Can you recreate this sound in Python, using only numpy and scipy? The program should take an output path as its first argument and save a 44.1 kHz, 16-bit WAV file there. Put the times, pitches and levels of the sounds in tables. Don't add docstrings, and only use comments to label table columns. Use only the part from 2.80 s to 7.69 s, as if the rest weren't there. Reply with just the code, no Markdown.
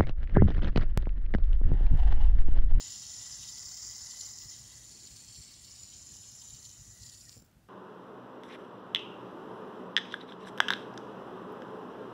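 import sys
import numpy as np
from scipy import signal
from scipy.fft import rfft, irfft, next_fast_len
from scipy.io import wavfile
from scipy.ndimage import uniform_filter1d, map_coordinates

SR = 44100
rng = np.random.default_rng(int(sys.argv[2]) if len(sys.argv) > 2 else 0)


def wrap_up_sound(samples):
    columns = np.atleast_2d(samples).T
    tamed = np.clip(columns, -1, 1)
    steps = np.round(tamed * 32767).astype(np.int16)
    wavfile.write(sys.argv[1], SR, steps)


def to_linear_factor(level_db):
    exponent = np.asarray(level_db, float) / 20
    return 10 ** exponent


N = 215499
TIME_S = np.arange(N) / SR
WANDER_HZ = 70


def spinner():
    # t/s, speed/(turns per s), throb once, twice and three times a turn (each level/dB)
    spin = [(0, 13.1, 0.35, 0.31, 1.1), (.6, 15.5, 0.45, 0.24, 0.67), (.85, 11.4, 0.33, 0.36, 2.7),
            (1.4, 13.7, 0.57, 0.25, 1.8), (1.8, 15, 0.27, 0.33, 0.83), (2.2, 12.7, 0.33, 2.4, .4),
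            (2.55, 10.7, 0.38, 1.7, .4), (2.9, 13, 0.46, 0.37, 0.51), (3.55, 9.6, 0.39, 0.4, 0.76),
            (4.2, 9.3, 0.35, 0.31, 0.43), (4.75, 3.1, 0.41, 0.32, 0.46)]
    speed, once_db, twice_db, thrice_db = curves(spin)
    turn = 2 * np.pi * np.cumsum(speed) / SR
    throb_db = once_db * np.sin(turn + 0.32)
    throb_db += twice_db * np.sin(2 * turn + 0.2)
    throb_db += thrice_db * np.sin(3 * turn + 0.24)
    load_db = 0.6 * wobble(45)
    common = rolling(2500, scatter_db=4.0, smooth=0.51)
    fade = np.interp(TIME_S, [4.7, 4.76], [1, 0])

    def part(level_db, modes, mid_hz, span_hz, own, flutter_db, throb):
        own_force = rolling(2000, scatter_db=3.0, smooth=0.6)
        force = np.sqrt(1 - own) * common + np.sqrt(own) * own_force
        flutter = flutter_db * (0.27 * wobble(18) + wobble(50))
        swing = to_linear_factor(load_db + throb * throb_db + flutter)
        return to_linear_factor(level_db) * fade * unit(swing * rung(force, modes, mid_hz, span_hz))

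    edge, level = levels()
    return cage(part, level) + races(part, level) + finger_cap(part, level, edge) + body(part, level)


def cage(part, level):
    # f/Hz, width/Hz, level/dB
    tones = [(5340, 920, -5.5), (5710, 320, -7), (6530, 410, -0.5)]
    # f/Hz, width/Hz, level/dB
    fine_tones = [(4965, 45, 0), (5250, 45, 1), (5572, 40, 0), (5878, 45, 1), (5980, 35, 0), (6212, 40, -3),
                  (6420, 45, 1), (6492, 40, 0), (6895, 45, 0)]
    low_db, high_db = level["cage_low"], level["cage_high"]
    low = part(low_db, tones[:1], 5350, 2200, own=0.29, flutter_db=1.0, throb=0.81)
    high = part(high_db, tones[1:], 6270, 2400, own=0.43, flutter_db=-0.8, throb=0.13)
    fine_db = (low_db + high_db) / 2 + 6.5 - 9
    fine = part(fine_db, fine_tones, 5500, 4000, own=1.0, flutter_db=-4.0, throb=0.25)
    return slid(low, WANDER_HZ * wobble(3)) + slid(high, WANDER_HZ * wobble(3)) + fine


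def races(part, level):
    # f/Hz, width/Hz, level/dB
    outer_tones = [(7054, 180, -0.5), (7324, 144, -5), (7380, 320, -13.5)]
    inner_tones = [(9080, 110, 3), (9474, 180, 6.5), (9534, 270, 6), (10420, 210, -4), (10710, 110, -3.5),
                   (10970, 490, -6.5), (11520, 540, -5.5)]
    ball_tones = [(12600, 1600, -12), (15600, 380, -7)]
    # t/s, ring f/Hz, level over its usual/dB
    pitch = [(0, 7060, 4.5), (.56, 7150, -2.5), (.72, 7060, -2), (1.0, 7150, 1.5), (1.12, 7080, 0),
             (1.4, 7160, 0.5), (1.8, 7070, -0.5), (2.05, 7100, -1), (2.4, 7170, 1), (2.75, 7270, -1.5),
             (2.88, 7060, 0.5), (3.15, 7120, 3), (3.55, 7160, 0), (3.9, 7150, -0.5), (4.3, 7120, 0.5),
             (4.53, 7170, 2), (4.61, 7270, -1), (4.74, 7320, -1)]
    outer_hz, load_db = curves(pitch)
    outer = part(level["outer"] + load_db, outer_tones, 7435, 760, own=0.58, flutter_db=0.95, throb=0.4)
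    inner = part(level["inner"], inner_tones, 10550, 4100, own=0.96, flutter_db=1.2, throb=0.38)
    balls = part(level["balls"], ball_tones, 16500, 8800, own=0.93, flutter_db=1.0, throb=0.45)
    return slid(outer, outer_hz - 7150) + slid(inner, WANDER_HZ * wobble(2)) + balls


def finger_cap(part, level, edge):
    # f/Hz, width/Hz, level/dB
    cap_tones = [(2009, 81, 0)]
    dull_tones = [(880, 880, 0)]
    gripped_tones = [(2450, 3900, 0)]
    # t/s, ring f/Hz, ring over the dull shake/dB
    squeeze = [(0, 1960, 2), (.2, 1930, -6), (.45, 1937, -3), (.62, 1940, -3), (.78, 1975, -2.5),
               (1.45, 1983, -0.5), (1.6, 1983, -2.5), (1.85, 1974, -1.5), (1.97, 1980, 5), (2.14, 1978, -7),
               (2.3, 1967, -8.5), (3.95, 1935, -10.5), (4.15, 1930, 1.5), (4.35, 1886, 0),
               (4.44, 1900, -14), (4.475, 1905, 5), (4.51, 1890, -9), (4.76, 1960, -9)]
    cap_hz, ring_db = curves(squeeze)
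    cap_db = level["cap"]
    ring = part(cap_db + 0.75 * ring_db, cap_tones, 1765, 720, own=0.77, flutter_db=0.2, throb=0.28)
    dull_db = cap_db - 2.5 + 0.01 * ring_db - 5.0 * edge
    dull = part(dull_db, dull_tones, 1030, 2200, own=0.96, flutter_db=1.0, throb=0.37)
    regrip_db = 14 * np.exp(-((TIME_S - 4.7) / .17) ** 2)
    gripped_db = cap_db - 12 - 0.53 * ring_db + 6 * edge + regrip_db
    gripped = part(gripped_db, gripped_tones, 2390, 1400, own=1.0, flutter_db=1.5, throb=0.55)
    return slid(ring, cap_hz - 1980) + dull + gripped


def body(part, level):
    # f/Hz, width/Hz, level/dB
    arm_tones = [(3010, 580, -1), (3480, 144, 0.5), (3816, 207, 5)]
    hub_tones = [(4020, 300, -1.2), (4500, 320, 0)]
    weight_tones = [(7560, 260, -5), (8115, 110, -2), (8330, 260, -7), (8680, 230, -5)]
    arms = part(level["arms"], arm_tones, 3280, 1290, own=1.0, flutter_db=1.94, throb=0.24)
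    hub = part(level["hub"], hub_tones, 4530, 1100, own=0.72, flutter_db=1.6, throb=1.44)
    weights = part(level["weights"], weight_tones, 8240, 1400, own=0.65, flutter_db=1.0, throb=0.22)
    return arms + slid(hub, WANDER_HZ * wobble(2.7)) + slid(weights, WANDER_HZ / 2 * wobble(2))


def levels():
    # t/s, nearness level/dB, how far the disc is turned edge-on (0-1), lean of the axle (-1 to 1)
    pose = [(0, 0.5, 0.3, 0.48), (.5, 1, 0.04, -0.11), (1.0, -0.5, 0.1, 0.49), (1.46, 0, 0, -0.21),
            (1.56, -3.5, 0, 0.21), (1.72, -3.5, 0.06, 0.64), (1.77, -5, 0.28, 0.26),
            (2.03, -7.5, 0.35, -0.51), (2.25, -5.5, 0.96, 0.07), (2.6, -6.5, 1.1, 0.77),
            (2.8, -8.5, 0.93, 0.7), (2.9, -7, 0.76, 1), (3.15, -8, 0.63, 0.63), (3.36, -7, 0.01, -.4),
            (3.88, -8, 0.14, -0.8), (4.18, -12, 0.44, -0.53), (4.22, -6.5, 0.77, 0.22),
            (4.45, -11.5, 0.6, 0.51)]
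    # start t/s, end t/s, tightness (0-1)
    seated = [
        (0.82, 1.24, 0.75),
        (1.444, 1.718, .6),
        (3.955, 4.19, 0.37),
    ]
    # start t/s, end t/s, level/dB
    loose = [
        (1.253, 1.45, 1.5),
        (4.06, 4.47, 2),
    ]
    # t/s, level/dB
    rattles = [(.03, -1.5), (.1, -4.5), (.16, 0), (.27, 2), (.45, 0), (.69, 4), (.755, -2), (.9, 1),
               (.945, 1.5), (.785, 2.5), (1.11, -1), (1.18, -2), (1.31, 4), (1.41, 5), (1.46, 2.5),
               (1.537, 2), (1.587, 3.5), (1.62, 4), (1.7, 1.5), (1.735, 2), (2.27, 3.5), (2.56, 5),
               (2.85, 4), (2.915, -2), (3.03, -1), (3.145, -3), (3.29, 0), (3.345, 2), (3.37, 2),
               (3.44, 2.5), (3.52, 3), (3.6, 2), (3.62, 3.5), (3.68, 1), (3.705, 3.5), (3.75, 2),
               (3.855, 7), (3.9, 3), (4.235, 4.5), (4.265, 4), (4.295, 5), (4.325, 2.5), (4.35, 2.5),
               (4.38, 3), (4.41, 4.5), (4.456, 3), (4.489, 4), (4.522, 4.5), (4.548, -2), (4.578, 6),
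               (4.59, 3), (4.601, 8.5), (4.622, 10), (4.65, 13), (4.663, 15), (4.68, 5), (4.715, 3)]
    # level/dB, share of nearness, edge-on/dB, lean/dB, seated/dB, share of rattle
    answers = dict(cage_low=(-53, 1, -5, 4.5, 1.5, 1.5), cage_high=(-54, 1, -2, -4.5, 3.5, -0.8),
               outer=(-49.5, 0.83, -2, -1.5, 0, 0.98), inner=(-64, 0.53, -0.5, -1, -6, 0.5),
               balls=(-70.5, 0.53, 0, 0.5, 5.5, 1.3), cap=(-67, 0.69, 0.7, -0.5, 1.2, -0.8),
               arms=(-63.5, 0.49, -1.3, 2.2, -6.5, 1.5), hub=(-61, 1, 6, -0.5, -4, 1.56),
               weights=(-65.5, 0.5, 5, 1, -1.5, -0.5))
    stops = dict(cage_low=1.7, cage_high=1.8, outer=1.35, inner=1.5, balls=1.3, cap=2, arms=2.2, hub=2.1, weights=2.3)
    settle_s = 0.025
    near_db, edge, lean = curves(pose)
    seat = np.array(seated)[:, 2] @ spells(seated, settle_s, TIME_S)
    rattle_db = swells(rattles, width_s=0.005)
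    brake_db = 170 * (TIME_S - 4.553).clip(0)
    level = {}
    for name, (db, near, edge_db, lean_db, seat_db, shake) in answers.items():
        pose_db = near * near_db + edge_db * edge + lean_db * lean
        level[name] = db + pose_db + seat_db * seat + shake * rattle_db - stops[name] * brake_db
    drag_db = 25 * (TIME_S - 4.34).clip(0)
    level["balls"] += drag_db
    level["inner"] += 0.44 * drag_db
    level["arms"] -= 1.7 * drag_db
    level["arms"] += 2.5 * (1 - np.tanh((TIME_S - 0.72) / settle_s)) / 2
    level["arms"] += 3.5 * np.exp(-(TIME_S / 0.16) ** 2)
    level["inner"] += np.array(loose)[:, 2] @ spells(loose, settle_s / 2, TIME_S)
    return edge, level


def rolling(rate, scatter_db, smooth):
    chance, size, sign = rng.random((3, N))
    strength = to_linear_factor(-scatter_db * np.log(1 - size).clip(-3.5))
    knocks = (chance < rate / SR) * strength * np.sign(sign - .5)
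    share = np.clip(smooth, 0, 1)
    return np.sqrt(1 - share) * unit(knocks) + np.sqrt(share) * rng.standard_normal(N)


def rung(force, modes, mid_hz, span_hz):
    def response(f):
        ring = 0
        for k, (centre, width, db) in enumerate(modes):
            tone = 1j * f * width / (centre * centre - f * f + 1j * f * width)
            ring = ring + (-1) ** k * to_linear_factor(db) * tone
        band = (1j * f * span_hz / (mid_hz ** 2 - f * f + 1j * f * span_hz)) ** 2
        return ring * band
    return unit(filtered(force, response))


def ball_knocks():
    # t/s, peak level/dB
    near_knocks = [(0.0055, -33), (0.1072, -33), (0.1615, -33), (0.1975, -33), (0.2151, -33), (0.2216, -33),
                   (0.2244, -34), (0.267, -30), (0.3183, -33), (0.3195, -35), (0.3895, -33), (0.3914, -33),
                   (0.423, -30), (0.4503, -33), (0.4736, -32), (0.5166, -30), (0.5458, -34), (0.5543, -34),
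                   (0.5556, -35), (0.5574, -35), (0.6319, -34), (0.6405, -34), (0.6777, -34), (0.6798, -35),
                   (0.751, -35), (0.7561, -35), (0.7579, -31), (0.7652, -35), (0.7812, -34), (0.7948, -28),
                   (0.8087, -34), (0.826, -34), (0.8433, -34), (0.8575, -34), (0.8747, -35), (0.8836, -33),
                   (0.8849, -31), (0.9149, -33), (0.944, -30), (0.9555, -32), (0.9747, -31), (1.0161, -34),
                   (1.0186, -33), (1.0208, -34), (1.0247, -33), (1.0461, -33), (1.068, -33), (1.0723, -33),
                   (1.0798, -32), (1.0898, -32), (1.0991, -31), (1.1041, -30), (1.111, -33), (1.1123, -31),
                   (1.1493, -34), (1.1509, -32), (1.1567, -33), (1.158, -31), (1.1594, -34), (1.1661, -33)]
    far_knocks = [(1.2339, -34), (1.2369, -34), (1.2415, -34), (1.2458, -34), (1.2723, -31), (1.3009, -32),
                  (1.3042, -31), (1.3071, -33), (1.3292, -34), (1.4088, -32), (1.4102, -32), (1.4402, -32),
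                  (1.4645, -31), (1.5363, -34), (1.5754, -36), (1.5872, -33), (1.6119, -35), (1.648, -36),
                  (1.6988, -35), (1.7028, -36), (1.7043, -37), (1.7122, -36), (1.7278, -37), (1.7365, -37),
                  (1.7399, -38), (1.7651, -38), (1.8402, -38), (1.8714, -38), (1.9555, -39), (1.957, -41),
                  (1.978, -41), (2.0833, -42), (2.0944, -39), (2.1082, -38), (2.1663, -41), (2.1734, -42),
                  (2.1785, -39), (2.2122, -40), (2.2536, -37), (2.2549, -39), (2.2637, -39), (2.3087, -40),
                  (2.342, -40), (2.3653, -41), (2.368, -38), (2.4024, -40), (2.4382, -41), (2.4473, -39),
                  (2.5428, -40), (2.5475, -39), (2.6076, -40), (2.6147, -41), (2.65, -40), (2.6588, -41),
                  (2.7351, -43), (2.7395, -43), (2.7406, -43), (2.7451, -43), (2.8417, -42), (2.8468, -42)]
    last_knocks = [(2.9104, -40), (2.9144, -40), (2.9167, -41), (2.9225, -41), (2.9266, -42), (2.9559, -40),
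                   (2.9997, -40), (3.0327, -40), (3.0341, -40), (3.1343, -42), (3.136, -42), (3.1376, -40),
                   (3.1432, -39), (3.1466, -38), (3.1488, -42), (3.1591, -40), (3.2224, -41), (3.2241, -41),
                   (3.2291, -41), (3.2332, -41), (3.2651, -41), (3.27, -41), (3.2796, -39), (3.3413, -37),
                   (3.3516, -40), (3.3671, -37), (3.3881, -39), (3.5203, -39), (3.5891, -40), (3.6174, -39),
                   (3.7404, -40), (3.746, -40), (3.7479, -41), (3.8276, -41), (3.829, -40), (3.8927, -41),
                   (3.8941, -41), (3.8956, -41), (3.9023, -41), (3.9101, -41), (3.9142, -41), (4.0234, -41),
                   (4.1767, -43), (4.2217, -38), (4.2238, -43), (4.2306, -39), (4.234, -39), (4.2371, -42),
                   (4.2638, -39), (4.2945, -40), (4.2967, -40), (4.2993, -38), (4.3084, -42), (4.3464, -42),
                   (4.3491, -43), (4.3518, -43), (4.4135, -42), (4.4218, -43), (4.4538, -43), (4.459, -43)]
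    width_s = .00019
    out = np.zeros(N + SR)
    t = np.arange(SR // 100) / SR
    u = t - 4 * width_s
    for s, db in near_knocks + far_knocks + last_knocks:
        hz = rng.normal(6000, 250)
        ring = np.cos(2 * np.pi * hz * u) * np.exp(-.5 * (u / width_s) ** 2)
        out[round((s - 4 * width_s) * SR):][:len(t)] += to_linear_factor(db - 2) * ring
    return out[:N]


def arm_brushes():
    # t/s, peak level/dB, colour f/Hz, bright edge against the peak/dB
    brushes = [(4.4945, -33, 5200, -23), (4.5286, -40, 4900, -21), (4.5676, -48, 6000, -8),
               (4.578, -49, 5500, -10), (4.5475, -50, 5000, -16), (4.5605, -51, 5200, -14),
               (4.5905, -54, 4600, -14), (4.6005, -51, 5400, -12), (4.6231, -54, 5600, -4),
               (4.6505, -64, 7200, 3), (4.6629, -60, 6000, -13), (4.6968, -65, 7200, -8),
               (4.7144, -63, 6600, 4)]
    out = np.zeros(N + SR)
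    t = np.arange(SR // 100) / SR
    for s, db, hz, edge_db in brushes:
        ring = pulse(t, hz, .00015)
        edge = pulse(t, 13500, .0001)
        out[round(s * SR) - 7:][:len(t)] += to_linear_factor(db) * (ring + to_linear_factor(edge_db) * edge)
        hiss = unit(np.diff(rng.standard_normal(len(t) + 1)))
        scuff = hiss * to_linear_factor(-60 * t / 0.012) * np.sin(np.pi * t / t[-1])
        out[round(s * SR) - 60:][:len(t)] += to_linear_factor(db + edge_db + 2) * scuff
    return out[:N]


def thuds():
    # t/s, level/dB
    pushes = [
        (4.567, -50),
        (4.621, -54),
    ]
    click_s = .0003
    out = np.zeros(N + SR)
    t = np.arange(SR // 10) / SR
    for s, db in pushes:
        push = to_linear_factor(3 - 60 * t / .03) * np.sin(2 * np.pi * 240 * t)
        dull_noise = signal.lfilter(*signal.butter(2, 420, fs=SR), rng.standard_normal(len(t)))
        rub = to_linear_factor(-9.5 - 60 * t / 0.14) * unit(dull_noise)
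        out[round(s * SR):][:len(t)] += to_linear_factor(db) * (push + rub) * (1 - np.exp(-t / 0.00047))
        out[round((s - 2 * click_s) * SR):][:len(t)] += to_linear_factor(db - 9) * pulse(t, 2500, click_s)
    return out[:N]


def near_echoes(x, patchy_db):
    # start t/s, end t/s, first delay/ms, last delay/ms, strength
    mirrors = [(0, .2, 1.19, 1.19, .15), (.2, .6, .545, .545, .1), (.2, .6, 1.06, 1.055, -.12),
               (.2, .6, 1.455, 1.46, .12), (.6, 1.2, .83, .82, .13), (.8, 1.2, .6, .59, .13),
               (.8, 1.2, 1.7, 1.7, -.12), (1.6, 2.2, 1.37, 1.37, -.12), (1.8, 2.6, 1.188, 1.188, .16),
               (3.0, 3.6, 1.185, 1.19, .16), (1.7, 3.2, 1.825, 1.74, .19), (3.2, 4.2, 1.72, 1.69, .12),
               (2.6, 3.4, .41, .415, .13), (3.2, 3.6, .76, .755, .07), (2.8, 3.8, 1.5, 1.455, -.13),
               (4.0, 4.6, .948, .955, -.13), (4.2, 4.6, 1.205, 1.185, .13)]
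    hz, t, z = signal.stft(x, SR, nperseg=512, noverlap=384)
    comb = np.ones(z.shape, complex)
    for facing, (start, end, first_ms, last_ms, strength) in zip(spells(mirrors, .1, t), mirrors):
        delay = np.interp(t, [start, end], [first_ms, last_ms]) / 1000
        on = facing > 1e-3
        comb[:, on] += strength * facing[on] * np.exp(-2j * np.pi * hz[:, None] * delay[on])
    streaks = uniform_filter1d(rng.standard_normal(z.shape), size=2, axis=0)
    streaks = uniform_filter1d(streaks, size=26, axis=1)
    streaks = streaks - uniform_filter1d(streaks, size=9, axis=0)
    echoed = z * comb * to_linear_factor(patchy_db * unit(streaks))
    return signal.istft(echoed, SR, nperseg=512, noverlap=384)[1][:N]


def room():
    # f/Hz, level/dB per Hz
    low = [(12, -58), (20, -50), (49, -1), (85, -3), (108, 2), (140, -5), (220, -27), (400, -120)]
    upper = [(110, -120), (150, 0), (200, -3), (330, -8.5), (430, -10), (730, -120)]
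    air = [(120, -21.5), (200, -4.5), (438, -18), (587, -16.5), (1090, -22.5), (1410, -20), (2070, -26),
           (2700, -27.5), (6500, -30), (15700, -34.5)]
    # t/s, level over the rumble/dB
    bumps = [(0.09, 2), (0.22, 5), (0.29, 4), (0.4, 5), (0.52, 6), (0.61, 7), (0.72, 4.5), (0.86, 10),
             (0.91, 2.5), (1.1, 8), (1.27, 7), (1.66, 13.5), (1.82, 7), (1.97, 9), (2.32, 6), (2.5, 4),
             (2.6, 13), (2.82, 5), (3.02, 6), (3.18, 4), (3.23, 1), (3.32, 6), (3.4, 2), (3.55, 3),
             (3.74, 9), (3.88, 3.5), (4.01, 10.5), (4.1, 10), (4.23, 9), (4.28, 5), (4.36, 1), (4.44, 6),
             (4.58, 4.5), (4.77, 5)]
    # t/s, level over their murmur/dB
    taps = [(.17, 0), (.78, 8), (1.05, 3.5), (1.81, -1), (2.11, 11.5), (2.16, 9), (2.24, 10), (2.32, 9),
            (2.59, 8.5), (2.68, 9), (3.12, 4), (3.18, 1), (3.31, 6), (3.79, 8.5), (4.08, 8)]
    lumps = to_linear_factor(1.3 * wobble(24.83))
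    rumble = to_linear_factor(-65 + 1.08 * swells(bumps, width_s=0.021)) * unit(lumps * coloured(low))
    murmur = to_linear_factor(-76 + 1.3 * swells(taps, width_s=0.014) + 1.6 * wobble(20)) * coloured(upper)
    hush = to_linear_factor(-69 + 0.46 * wobble(4.39)) * coloured(air)
    return rumble + murmur + hush


def unit(x):
    return x / np.sqrt(np.mean(x ** 2) + 1e-20)


def pulse(t, hz, peak_s):
    return np.sin(2 * np.pi * hz * t) * (t / peak_s) * np.exp(1 - t / peak_s)


def curves(rows):
    s, *cols = np.transpose(rows)
    return [np.interp(TIME_S, s, c) for c in cols]


def wobble(rate):
    points = rng.standard_normal(int(N * rate / SR) + 4)
    return map_coordinates(points, [np.arange(N) * rate / SR])


def spells(rows, edge_s, t):
    start, end = np.array(rows)[:, :2, None].transpose(1, 0, 2)
    return (np.tanh((t - start) / edge_s) - np.tanh((t - end) / edge_s)) / 2


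def swells(rows, width_s):
    t = np.arange(0, N, 32) / SR
    s, db = np.transpose(rows)[..., None]
    bells = db * np.exp(-.5 * ((t - s) / width_s) ** 2)
    return np.interp(TIME_S, t, np.max(bells, axis=0))


def filtered(x, response):
    m = next_fast_len(N + SR // 4)
    return irfft(rfft(x, m) * response(np.fft.rfftfreq(m, 1 / SR)), m)[:N]


def coloured(spectrum):
    f, level_db = np.transpose(spectrum)

    def response(hz):
        return to_linear_factor(np.interp(np.log(hz + 1), np.log(f + 1), level_db))
    return unit(filtered(rng.standard_normal(N), response))


def slid(x, by_hz):
    spiral = signal.hilbert(x, next_fast_len(N))[:N]
    return np.real(spiral * np.exp(2j * np.pi * np.cumsum(by_hz) / SR))


def scene():
    whir = near_echoes(spinner(), patchy_db=2.0)
    return np.tile(whir + ball_knocks() + arm_brushes() + thuds() + room(), (2, 1))


def roll_off(x):
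    return signal.sosfilt(signal.butter(12, 16620, fs=SR, output="sos"), x)


def record(dry):
    heard = filtered(dry[0], lambda hz: hz < 15730)
    return roll_off(np.tile(heard, (2, 1)))


dry = scene()
out = record(dry)
wrap_up_sound(out)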